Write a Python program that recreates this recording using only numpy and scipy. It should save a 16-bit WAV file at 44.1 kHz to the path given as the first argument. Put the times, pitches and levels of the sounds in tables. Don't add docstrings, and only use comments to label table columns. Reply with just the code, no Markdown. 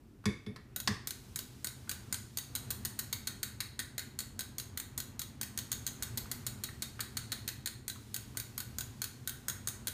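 import sys
import numpy as np
from scipy import signal
from scipy.fft import rfft, irfft, next_fast_len
from scipy.io import wavfile
from scipy.ndimage import uniform_filter1d

SR = 44100
rng = np.random.default_rng(int(sys.argv[2]) if len(sys.argv) > 2 else 0)


def dump_mix(stems):
    frames = np.atleast_2d(stems).T
    limited = np.clip(frames, -1, 1)
    pcm = np.round(limited * 32767).astype(np.int16)
    wavfile.write(sys.argv[1], SR, pcm)


N = 437913
AGE = np.arange(SR // 3) / SR
WHEEL_TEETH = 20


def ratchet():
    # t/s, level/dB
    drops = [(0.7614, -29.0), (1.072, -29), (1.359, -29.5), (1.6449, -28.5), (1.8937, -29), (2.1255, -27.5),
             (2.372, -28.5), (2.552, -27.5), (2.7047, -27.5), (2.85, -28), (2.99, -28.5), (3.1275, -27.5),
             (3.2718, -29), (3.43, -28.5), (3.604, -29.5), (3.7917, -29.5), (3.9802, -30), (4.1893, -28.5),
             (4.3919, -29), (4.5829, -30.5), (4.774, -29.5), (4.9773, -29.5), (5.1934, -30.0),
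             (5.4126, -28.5), (5.5753, -29.0), (5.7168, -28.0), (5.8654, -29.5), (6.024, -29), (6.174, -29),
             (6.3142, -30), (6.4654, -29.5), (6.6365, -30.0), (6.8219, -29.5), (7.005, -30), (7.1698, -29),
             (7.3193, -29), (7.4774, -29.5), (7.659, -28.0), (7.88, -29.5), (8.1428, -29.5), (8.3713, -29),
             (8.5786, -29.5), (8.7845, -28.5), (9.0177, -28), (9.2743, -29), (9.483, -27.5),
             (9.6731, -27.5), (9.8711, -27.0)]
    lag_shares = [(0, .128), (3, .095), (6, .062), (8, .034), (11, .024), (14, .02), (16, .064), (19, .082)]
    # f/Hz, level/dB
    first_snap = [(300, -4), (800, -10.5), (1400, -3), (2100, 0), (2700, -7.5), (4600, 1.5), (5700, -3.5),
                  (6700, 0.5), (8700, 5), (10600, -2), (12200, 2.5), (15000, 2)]
    second_snap = [(300, -7.5), (800, -9.5), (1400, -5.5), (2600, -3), (4200, 3.5), (5700, -3), (6700, -1),
                   (9400, 0.5), (10500, -3), (12500, -2.5), (15000, 2.5)]
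    tooth_s = np.gradient(np.transpose(drops)[0])
    out = np.zeros(N)
    for k, (s, db) in enumerate(drops):
        tooth = k % WHEEL_TEETH
        lag_s = tooth_s[k] * np.interp(tooth, *np.transpose(lag_shares))
        tone = wheel_tone(tooth)
        first = pawl(first_snap, tone, ring_db=-3, snap_t60=0.018, chatter_db=-5)
        second = pawl(second_snap, tone, ring_db=-2, snap_t60=0.02, chatter_db=-6)
        add(out, s, amp(db) * room(first, wet_db=-4))
        add(out, s + lag_s, amp(db - 2.5) * room(second, wet_db=-5))
    return out


def pawl(snap, tone, ring_db, snap_t60, chatter_db):
    # f/Hz, level/dB, t60/s
    housing_modes = [(1518, -13.5, 0.049), (1896, -21, 0.078), (3336, -15, 0.038), (3803, -20, 0.23),
                     (3943, -8, 0.029), (4354, -3.5, 0.029), (6413, -4, 0.019), (6808, 0, 0.019),
                     (8640, -2.5, 0.012), (9440, -0.5, 0.01), (12020, -0.5, 0.011)]
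    uneven = [(hz, db + 1.2 * rng.standard_normal()) for hz, db in snap]
    crack = colour(burst(snap_t60) + amp(chatter_db) * burst(0.056), uneven)
    housing = ring(housing_modes, scatter_db=2.5, detune=0.016)
    click = attack(0.00034) * (punch(crack) + amp(ring_db) * punch(housing))
    return colour(punch(click), tone)


def wheel_tone(tooth):
    # centre/tooth, spread/teeth, f/Hz, width/octaves, level/dB
    stretches = [(0, 1.1, 11600, 0.27, 3), (3.5, 1.4, 1500, 0.69, 3.5), (5.5, 1.2, 6550, 0.12, 4.5),
                 (14.5, 3.4, 4150, 0.25, 5), (16, 2.5, 6100, 0.27, -2.5), (14.5, 2.7, 1980, .45, 7.5),
                 (15, 3.2, 12500, 0.57, -2)]
    hz = np.geomspace(300, 16000, 48)
    gain_db = 0
    for centre, spread, centre_hz, octaves, db in stretches:
        teeth_away = (np.arange(WHEEL_TEETH) - centre + WHEEL_TEETH / 2) % WHEEL_TEETH - WHEEL_TEETH / 2
        near = np.exp(-(teeth_away / spread) ** 2)
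        bell = np.exp(-(np.log2(hz / centre_hz) / octaves) ** 2)
        gain_db = gain_db + db * (near[tooth] - near.mean()) * bell
    return np.column_stack([hz, gain_db])


def knocks():
    # t/s, clack level/dB, clack roll-off/Hz, steel level/dB,
    # thump level/dB, thump centre/Hz, thump delay/s
    hits = [(0.2557, -32, 7000, -36.5, -26, 169, 0.0014), (0.464, -51.5, 3400, -51.5, -37.5, 259, 0.00091),
            (0.5604, -46.5, 3150, -66, -54, 253, 0.0011), (0.8746, -24, 5200, -64, -33, 99, 0.0083)]
    # f/Hz, level/dB
    clack_eq = [(150, -6), (650, -3.5), (1150, 4), (2000, 5), (2800, -4.5), (4600, 5.5), (7000, -0.5),
                (10000, -3), (15000, -9)]
    # f/Hz, level/dB, t60/s
    frame_modes = [(1090, 10, 0.049), (1430, -12, .09), (1740, 4.5, 0.14), (1886, 2.5, 0.2),
                   (3710, -10, 0.074), (4350, -17, 0.064)]
    handle_modes = [(2186, -3, 0.27), (2240, -5.5, 0.32), (2530, -8, 0.14), (3460, 0.5, 0.08),
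                    (3610, -13, 0.37), (4870, -14, 0.15), (10570, -22, .2), (10800, -14, 0.19)]
    out = np.zeros(N)
    for s, clack_db, dull_hz, steel_db, thump_db, thump_hz, delay in hits:
        clack = punch(colour(burst(0.044), clack_eq))
        frame = punch(ring(frame_modes, scatter_db=-0.5, detune=0.0044))
        wood = attack(0.00039) * (clack + amp(-9.5) * frame)
        wood = colour(wood, [(dull_hz, 0), (2 * dull_hz, -9)])
        steel = ring(handle_modes, scatter_db=1, detune=0.001)
        add(out, s, room(amp(clack_db) * punch(wood), wet_db=-6))
        add(out, s, room(amp(steel_db) * punch(steel), wet_db=-3))
        add(out, s + delay, amp(thump_db) * thump(thump_hz))
    return out


def thump(centre_hz):
    # f/Hz, level/dB, t60/s
    top_modes = [(99.3, 2, 0.081), (122, -0.5, 0.087), (205.6, 4, 0.069), (246, -11, 0.14),
                 (351, -15.5, .1), (421, -5.5, 0.13)]
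    since_release = np.maximum(AGE - 0.032, 0)
    top = 0
    for hz, db, t60 in top_modes:
        gain = amp(db - 2.7 * abs(np.log2(hz / centre_hz)))
        swell = 1 - np.exp(-(AGE * hz / 1.04) ** 2)
        decay = np.exp(-np.log(1000) * since_release / t60)
        top = top + gain * swell * decay * np.sin(2 * np.pi * (hz * AGE + rng.random()))
    boom_eq = [(40, -14), (100, 3), (220, -6.5), (420, -12), (700, -31.5), (3000, -60)]
    boom = colour(burst(0.28) * attack(0.02), boom_eq)
    return punch(top, window=900) + amp(-9) * punch(boom, window=900)


def chain_ticks():
    # t/s, level/dB, f/Hz
    links = [(0.239, -51.5, 1380), (1.874, -53, 1510), (6.255, -49.5, 1280), (6.687, -45.5, 1850),
             (6.9923, -38, 1600), (7.956, -52.5, 1290), (8.348, -53, 1100)]
    out = np.zeros(N)
    for s, db, hz in links:
        tick_eq = [(hz / 2, -20), (hz / 1.3, -2), (hz, 0), (hz * 1.38, -12), (hz * 2, -17), (hz * 5, -32)]
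        tick = colour(burst(0.027) * attack(0.0027), tick_eq)
        add(out, s, room(amp(db) * punch(tick), wet_db=-6))
    return out


def chain_hiss():
    # f/Hz, level/dB
    hiss_eq = [(700, -20), (1600, -6), (4000, 0), (8000, -2), (15000, -7)]
    # t/s, level/dB
    swells = [(1.04, -98), (1.16, -63), (3.1, -65.5), (3.7, -76), (5.35, -90), (5.6, -64), (7.45, -66),
              (7.83, -82), (8, -63), (9.9, -66.5)]
    return fader(swells) * noise_bed(hiss_eq)


def gear_rumble():
    # f/Hz, level/dB
    rumble_eq = [(25, -32), (45, -10), (65, -1.5), (105, 3.5), (130, 5), (165, -15.5), (205, -3), (250, -5),
                 (310, -21.5), (380, -14), (520, -23.5), (1000, -23), (2000, -28), (6000, -39.5),
                 (15000, -49)]
    # t/s, level/dB
    swells = [(.15, -64.5), (1.05, -53), (1.7, -54.5), (2.08, -49), (2.33, -56), (2.63, -46.5), (3.7, -54),
              (5.0, -50.5), (5.3, -51.5), (6.25, -46), (6.8, -50.5), (7.4, -49), (7.83, -55.5), (8.38, -50),
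              (8.58, -52), (8.82, -48.5), (9.1, -53.5), (9.6, -49.5)]
    return fader(swells) * noise_bed(rumble_eq)


def room(x, wet_db):
    # f/Hz, t60/s
    decay_times = [(500, 0.22), (1500, .5), (4000, 0.44), (8000, 0.4), (15000, 0.25)]
    # f/Hz, level/dB
    echo_eq = [(100, -4), (500, 2), (1700, 1), (4000, -2.5), (8000, -2.5), (15000, -1)]
    n = len(AGE)
    hz = np.arange(n // 2 + 1) * SR / n
    blurred = np.sqrt(abs(uniform_filter1d(abs(rfft(x, n)) ** 2, size=64)))
    spectrum = rfft(rng.standard_normal(n)) * blurred * amp(lookup(echo_eq, hz))
    octave = np.log2(np.clip(hz, 500, 16000) / 500)
    build = 1 - np.exp(-(AGE / 0.006) ** 2)
    tail = np.zeros(n)
    for k in range(6):
        band = irfft(spectrum * np.maximum(1 - abs(octave - k), 0), n)
        tail += band * fade(lookup(decay_times, 500 * 2 ** k))
    treble_energy = np.sum((build * fade(lookup(decay_times, 8330))) ** 2)
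    return x + amp(wet_db) * build * tail / np.sqrt(treble_energy)


def room_tone():
    # f/Hz, level/dB
    air_eq = [(25, -12), (45, 0.5), (110, 0.5), (165, -7.5), (230, -2), (360, -7.5), (520, -21), (900, -26),
              (3000, -35), (15000, -39.5)]
    return amp(-58) * noise_bed(air_eq)


def amp(db):
    return 10 ** (np.asarray(db) / 20)


def fader(points):
    return amp(np.interp(np.arange(N) / SR, *np.transpose(points)))


def noise_bed(eq):
    noise = colour(rng.standard_normal(N), eq)
    return noise / np.sqrt(np.mean(noise ** 2))


def punch(x, window=130):
    return x / np.sqrt(uniform_filter1d(x ** 2, window).max())


def lookup(points, hz):
    f, value = np.transpose(points)
    return np.interp(np.log(np.maximum(hz, 1)), np.log(f), value)


def colour(x, eq):
    n = next_fast_len(len(x) + 2048, True)
    hz = np.arange(n // 2 + 1) * SR / n
    cepstrum = irfft(np.log(amp(lookup(eq, hz))), n)
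    cepstrum[1:n // 2] *= 2
    cepstrum[n // 2 + 1:] = 0
    return irfft(rfft(x, n) * np.exp(rfft(cepstrum)), n)[:len(x)]


def attack(rise_s):
    return 1 - np.exp(-AGE / rise_s)


def fade(t60):
    return np.exp(-np.log(1000) * AGE / t60)


def burst(t60):
    return rng.standard_normal(len(AGE)) * fade(t60)


def ring(modes, scatter_db, detune):
    out = 0
    for hz, db, t60 in modes:
        level_jitter, pitch_jitter, phase = rng.standard_normal(3)
        partial = np.sin(2 * np.pi * (hz * (1 + detune * pitch_jitter) * AGE + phase))
        out = out + amp(db + scatter_db * level_jitter) * fade(t60) * partial
    return out


def add(out, s, x):
    i = int(s * SR)
    out[i:i + len(x)] += x[:max(N - i, 0)]


def scene():
    air = room_tone()
    return (ratchet() + knocks() + chain_ticks() + chain_hiss() + gear_rumble() + air)[None]


def record(dry):
    top_hz = 15250
    return signal.sosfilt(signal.ellip(10, 0.2, 70, top_hz, fs=SR, output="sos"), dry)


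dry = scene()
out = record(dry)
dump_mix(out)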